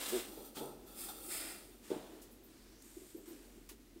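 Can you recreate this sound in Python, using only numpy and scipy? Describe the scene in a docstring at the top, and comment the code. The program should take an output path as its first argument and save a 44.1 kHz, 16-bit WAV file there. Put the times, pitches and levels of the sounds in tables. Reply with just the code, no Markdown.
"""Handling noise in an elevator

Inside a small metal elevator, a hand and sleeve rub and scrape on a handheld camera, right at its
microphone: friction, heard as dense tiny slips. The grip judders once by stick and slip, a few thuds
set the cabin panels ringing in their modes, then cloth slides quietly among soft bumps and one sharp
click. Ventilation and a low machine hum go on underneath."""
import sys
import numpy as np
from scipy import signal
from scipy.fft import rfft, irfft
from scipy.io import wavfile

SR = 44100
rng = np.random.default_rng(int(sys.argv[2]) if len(sys.argv) > 2 else 0)


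def file_out(sig):
    """Save sig as 16-bit WAV at sys.argv[1]."""
    # one column per channel
    cols = np.atleast_2d(sig).T
    # limit, then scale
    lim = np.clip(cols, -1, 1)
    pcm = np.round(lim * 32767).astype(np.int16)
    wavfile.write(sys.argv[1], SR, pcm)


N = 176400
T = np.arange(N) / SR
FREQS = np.fft.rfftfreq(N, 1 / SR) + 1e-3


def undb(db):
    """Amplitude ratio of a level in decibels."""
    return 10 ** (np.asarray(db) / 20)


def unit(x):
    """Normalisation to rms 1."""
    return x / np.sqrt(np.mean(x ** 2))


def colour(points):
    """Frequency response interpolated in level over log frequency."""
    hz, db = np.array(points, float).T
    return undb(np.interp(np.log(FREQS), np.log(hz), db))


def resonances(table):
    """Response of damped resonators in parallel (f/Hz, width/Hz, level/dB)."""
    return sum(undb(db) / (1 + 1j * hz / width * (FREQS / hz - hz / FREQS)) for hz, width, db in table)


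def through(x, response):
    """Linear filtering, normalised to rms 1."""
    return unit(irfft(rfft(x) * response, N))


def noise(response):
    """Filtered white noise."""
    return through(rng.standard_normal(N), response)


def band(hz, width):
    """Noise through two equal resonators in cascade."""
    return noise(resonances([(hz, width, 0)]) ** 2)


def walk(hz):
    """Low-pass noise: a smooth random fluctuation."""
    return noise(1 / (1 + (FREQS / hz) ** 4))


def swell(start, rise, hold, fade):
    """Smooth rise, hold, then exponential decay of 20 dB every fade seconds."""
    up = np.sin(np.pi / 2 * np.clip((T - start) / rise, 0, 1)) ** 2
    return up * 10 ** (-np.maximum(T - start - rise - hold, 0) / fade)


def knock(start, hz, rise):
    """A soft blow excites one heavily damped resonance, peaking after the rise time."""
    age = np.maximum(T - start, 0)
    return (age / rise * np.exp(1 - age / rise)) ** 2 * np.sin(2 * np.pi * hz * age)


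def friction(strokes, response, ripple, slips_per_s=20000, pivot_hz=5000):
    """Shot noise of fibres that catch and slip; reflections comb each stroke's spectrum."""
    out = np.zeros(N)
    for start, rise, hold, fade, db, tilt in strokes:
        slips = (rng.random(N) < slips_per_s / SR) * rng.standard_normal(N)
        slips *= undb(0.5 * rng.random(N))
        reflections = (walk(63) + 1j * walk(63))[:len(FREQS)]  # irregular along frequency
        comb = abs(1 + ripple * reflections * np.minimum(2 * FREQS / pivot_hz, 1))
        slope = undb(tilt * np.log2(np.maximum(FREQS, 800) / pivot_hz))
        flutter_db = 0.61 * walk(44.3)
        envelope = undb(db + flutter_db) * swell(start, rise, hold, fade)
        out += envelope * through(slips, response * comb * slope)
    return out


# ventilation spectrum: f/Hz, level/dB
AIR_SPECTRUM = [(20, -7), (42, 7), (65, -3), (130, 0.5), (160, -13), (205, 6), (310, 3.5), (520, -18),
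                (2000, -15), (10500, -20.5)]

def machinery(air_db=-63.5, hum_db=-67, hum_hz=45, waver_hz=6):
    """Broadband ventilation noise and a hum modulated at random in phase and amplitude."""
    air = undb(air_db) * noise(colour(AIR_SPECTRUM))
    tone = np.sin(2 * np.pi * hum_hz * T + .5 * walk(waver_hz))
    return air + undb(hum_db) * unit(tone * undb(-2 * walk(waver_hz)))


# envelope of the hand's rumble: t/s, level/dB
RUMBLE_LEVELS = [(0, -54.5), (.36, -53.5), (.52, -60.5), (.66, -71), (.85, -58), (1.45, -55), (1.82, -62.5),
                 (2.15, -57), (2.4, -65), (3.15, -66.5), (3.48, -61), (3.7, -69)]
# its spectrum: f/Hz, level/dB
RUMBLE_SPECTRUM = [(100, -44), (200, -7), (330, 4), (480, -6.5), (700, -12), (1300, -27.5)]

def rumble():
    """Structure-borne noise of the hand shifting on the camera body."""
    return undb(np.interp(T, *np.array(RUMBLE_LEVELS).T)) * noise(colour(RUMBLE_SPECTRUM))


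# pressed strokes: t/s, rise/s, hold/s, fade/s, level/dB, tilt/(dB per octave)
RUBS = [(-0.01, 0.022, 0.18, 0.1444, -42.5, 0.74), (0.538, 0.031, 0.012, 0.0649, -48, 1),
        (1.898, 0.0047, 0.016, 0.43, -55, -3)]
# their spectrum: f/Hz, level/dB
RUB_SPECTRUM = [(290, -47), (500, -1), (1500, -1.5), (2000, -3.5), (3380, 0), (5800, -7.5), (8850, -2.5),
                (10500, -9.5), (15500, -7.5)]

def rubs():
    """Friction under pressure gives broadband noise."""
    return friction(RUBS, colour(RUB_SPECTRUM), ripple=0.25)


# catches of the cloth: t/s, level/dB, f/Hz, width/Hz
CATCHES = [(0.022, -49, 9000, 14000), (0.081, -43.5, 9300, 12000), (2.213, -57.5, 8200, 14500),
           (2.309, -62.5, 11800, 8000), (2.432, -62.5, 13800, 2600), (3.162, -64, 13500, 3000),
           (3.278, -60.5, 13500, 3600)]
# their envelope: rise/s, hold/s, fade/s
CATCH_SHAPE = (0.007, .006, 0.07)

def catches():
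    """Cloth catches briefly, giving transients of band-limited noise."""
    return sum(undb(db) * swell(t, *CATCH_SHAPE) * band(hz, width) for t, db, hz, width in CATCHES)


# envelope of the judder: t/s, rise/s, hold/s, fade/s
JUDDER_SHAPE = (0.11, 0.029, 0.026, 0.061)
# low cabin resonances of the judder's short groan: f/Hz, width/Hz, level/dB
GROAN_MODES = [(242, 8.7, -7), (368.4, 42, 4.5), (452, 15, -7), (615, 74, -15.5)]

def judder(slip_hz=120.9, jitter=0.066, db=-35):
    """Stick-slip oscillation of the grip: an uneven pulse train drives the cabin's low resonances."""
    cycles = np.cumsum(slip_hz * (1 + jitter * walk(43))) / SR
    slips = np.diff(np.floor(cycles), prepend=0)
    softness = 1 / (1 + (170 / FREQS) ** 8) / (1 + (FREQS / 800) ** 8)
    return undb(db) * swell(*JUDDER_SHAPE) * through(slips, resonances(GROAN_MODES) * softness)


# light strokes: t/s, rise/s, hold/s, fade/s, level/dB, tilt/(dB per octave)
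SCRAPES = [(0.22, 0.092, 0.14, 0.13, -57.5, -.5), (0.443, 0.0092, 0.015, 0.079, -54.5, 2),
           (0.545, 0.033, 0.063, 0.18, -52.5, -2), (0.85, 0.033, 0.15, 0.3, -58.5, -0.2),
           (0.95, 0.07, 0.36, 0.5, -55, -0.2), (1.083, 0.0058, 0.01, 0.047, -47.5, -1.5)]
# camera shell modes: f/Hz, level/dB
SHELL_MODES = [(800, 4.5), (1300, 6), (2720, -3.5), (3350, -2), (3590, 0.5), (4150, -1.5), (4740, -2.5),
               (5920, -2.5), (7400, -2.5), (8550, 2), (9400, 2), (11550, 0), (13100, 2), (14800, 2.5)]

def scrapes(base_width_hz=45, loss=0.031):
    """Forced vibration: friction drives the shell modes, which add in power."""
    power = sum(abs(resonances([(hz, base_width_hz + loss * hz, db)])) ** 2 for hz, db in SHELL_MODES)
    return friction(SCRAPES, np.sqrt(power), ripple=0.28)


# blows on the cabin: t/s, level/dB, f/Hz, relative ring level/dB
THUDS = [(0.374, -42, 448, -3), (0.568, -43, 280, 3.5), (0.606, -40, 434, 4), (0.653, -59.5, 448, 11.5),
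         (1.903, -33, 424, -4), (1.915, -27.5, 374, -9.5), (1.963, -33, 310, -42)]
# panel modes: f/Hz, level/dB, T60/s
PANEL_MODES = [(141, -12, 0.81), (226.2, 2, 0.19), (253, -19, 0.84), (299.3, 1.5, 0.19), (326, -9, 0.11),
               (386.2, 1.5, 0.35), (464, -0.5, 0.34), (614, -8.5, 0.71), (878, 0, 0.24)]
# spectrum of the cabin's wash: f/Hz, level/dB
CABIN_SPECTRUM = [(100, -44), (200, -8.5), (350, -3.5), (590, -7), (700, -10.5), (950, -12.5), (1400, -41)]

def thuds(rise_s=0.0031, wash_t60_s=0.73):
    """Impact excitation: each blow rings the panel modes and leaves a dull reverberant wash."""
    out = np.zeros(N)
    for start, db, pitch, ring_db in THUDS:
        age = np.maximum(T - start, 0)
        modes = sum(undb(mode_db - 60 * age / t60) * np.sin(2 * np.pi * (hz * age + rng.random()))
                    for hz, mode_db, t60 in PANEL_MODES)
        wash = noise(colour(CABIN_SPECTRUM)) * undb(-60 * age / wash_t60_s)
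        ring = (undb(-11) * modes + undb(-10.5) * wash) * (1 - np.exp(-age / rise_s))
        out += undb(db) * (knock(start, pitch, rise_s) + undb(ring_db) * ring)
    return out


# soft bumps of the grip: t/s, level/dB
BUMPS = [(0.424, -51), (2.4, -58), (2.965, -46.5), (2.984, -65), (3.015, -50), (3.145, -42), (3.174, -47),
         (3.216, -64), (3.275, -47), (3.305, -45.5), (3.354, -56), (3.573, -54.5), (3.71, -51),
         (3.959, -47)]

def bumps(hz=331, scatter=0.033, rise_s=0.0063):
    """Damped impacts on the body, each followed by friction as the skin drags."""
    drag = band(hz, width=140)
    out = np.zeros(N)
    for start, db in BUMPS:
        blow = knock(start, hz * (1 + scatter * rng.standard_normal()), rise_s)
        out += undb(db) * (blow + undb(-9) * swell(start, 2 * rise_s, 0, fade=0.08) * drag)
    return out


# knocks on the shell: t/s, level/dB
TAPS = [(0.565, -56), (0.607, -68)]

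def taps(rise_s=0.0031, t60_s=0.49):
    """Free vibration: the shell modes decay exponentially after each knock."""
    out = np.zeros(N)
    for start, db in TAPS:
        age = np.maximum(T - start, 0)
        modes = sum(undb(mode_db) * np.sin(2 * np.pi * (hz * age + rng.random()))
                    for hz, mode_db in SHELL_MODES)
        out += undb(db - 60 * age / t60_s) * unit(modes) * (1 - np.exp(-age / rise_s))
    return out


# fibre snaps: t/s, level/dB, f/Hz
SNAPS = [(0.658, -47.5, 12000), (2.8225, -49, 6700)]

def snaps(fade_s=0.0054):
    """Sudden release of a single fibre gives a very short, wideband pulse."""
    return sum(undb(db) * swell(t, 1 / SR, 0, fade_s) * band(hz, hz) for t, db, hz in SNAPS)


# fast sleeve strokes: t/s, rise/s, hold/s, fade/s, level/dB, tilt/(dB per octave)
SWISHES = [(0.93, 0.082, 0.026, 0.17, -46, 4.5), (1.14, 0.16, 0.056, 0.089, -47.5, 8),
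           (1.27, 0.06, 0.042, 0.21, -42, 2.2), (1.37, 0.054, 0.084, 0.19, -48.5, 0)]
# their spectrum: f/Hz, level/dB
SWISH_SPECTRUM = [(400, -12.5), (633, 3), (1080, -10.5), (1380, 1), (1600, -4), (2000, -0.5), (2700, -2),
                  (2980, -8.5), (3450, -3), (3950, -7.5), (5200, -1.5), (5550, -13.5), (6900, -9),
                  (8150, 0.5), (10300, -6.5), (15500, -11.5)]

def swishes():
    """Rapid sliding friction of the sleeve gives bright, hollow noise."""
    return friction(SWISHES, colour(SWISH_SPECTRUM), ripple=0.3)


# quiet cloth strokes: t/s, rise/s, hold/s, fade/s, level/dB, tilt/(dB per octave)
SLIDES = [(1.81, 0.044, 0.049, 0.17, -59, 0.079), (2.4, 0.12, 0.21, .3, -69.5, -0.62),
          (2.77, 0.09, 0.24, 0.32, -63, 2.7), (3.255, 0.0045, 0.056, 0.53, -61.5, 0.5)]
# their spectrum: f/Hz, level/dB
SLIDE_SPECTRUM = [(400, -29), (900, 3), (6000, -2), (9000, 2.5), (10300, -5.5), (14000, -2.5),
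                  (16000, -18.5)]

def slides():
    """Gentle sliding friction of cloth gives a smooth hiss."""
    return friction(SLIDES, colour(SLIDE_SPECTRUM), ripple=0)


# path of the airy whistle: t/s, f/Hz, level/dB
WHISTLE_GLIDE = [(2.5, 4580, -77), (2.761, 5250, -72), (2.88, 7510, -70.5), (3.3, 7830, -73)]

def whistle(half_width_hz=1000):
    """Narrowband noise whose centre frequency climbs as the cloth speeds up."""
    times, hz, db = np.array(WHISTLE_GLIDE).T
    phase = 2 * np.pi * np.cumsum(np.interp(T, times, hz)) / SR
    hiss = walk(half_width_hz) * np.cos(phase) + walk(half_width_hz) * np.sin(phase)
    return undb(np.interp(T, times, db, left=-np.inf, right=-np.inf)) * hiss


# contacts of the click: t/s, level/dB
CONTACTS = [(3.690, -48.5), (3.695, -52), (3.718, -59.5)]
# their spectrum: f/Hz, level/dB
CLICK_SPECTRUM = [(400, -19), (900, -0.5), (16000, -1)]

def click(rise_s=0.00067, fade_s=0.041):
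    """A hard contact chatters; its incoherent bursts add in power."""
    power = sum((undb(db) * swell(t, rise_s, 0, fade_s)) ** 2 for t, db in CONTACTS)
    return np.sqrt(power) * noise(colour(CLICK_SPECTRUM))


def scene():
    """Superposition at one microphone, the same on both channels."""
    mono = (machinery() + rumble() + rubs() + catches() + judder() + scrapes() + thuds() + bumps()
            + taps() + snaps() + swishes() + slides() + whistle() + click())
    return np.array([mono, mono])


def record(dry, cutoff_hz=15750):
    """Band limiting: the camera's steep low-pass filter cuts the top."""
    return signal.sosfilt(signal.ellip(12, .1, 70, cutoff_hz, fs=SR, output="sos"), dry)


dry = scene()
out = record(dry)
file_out(out)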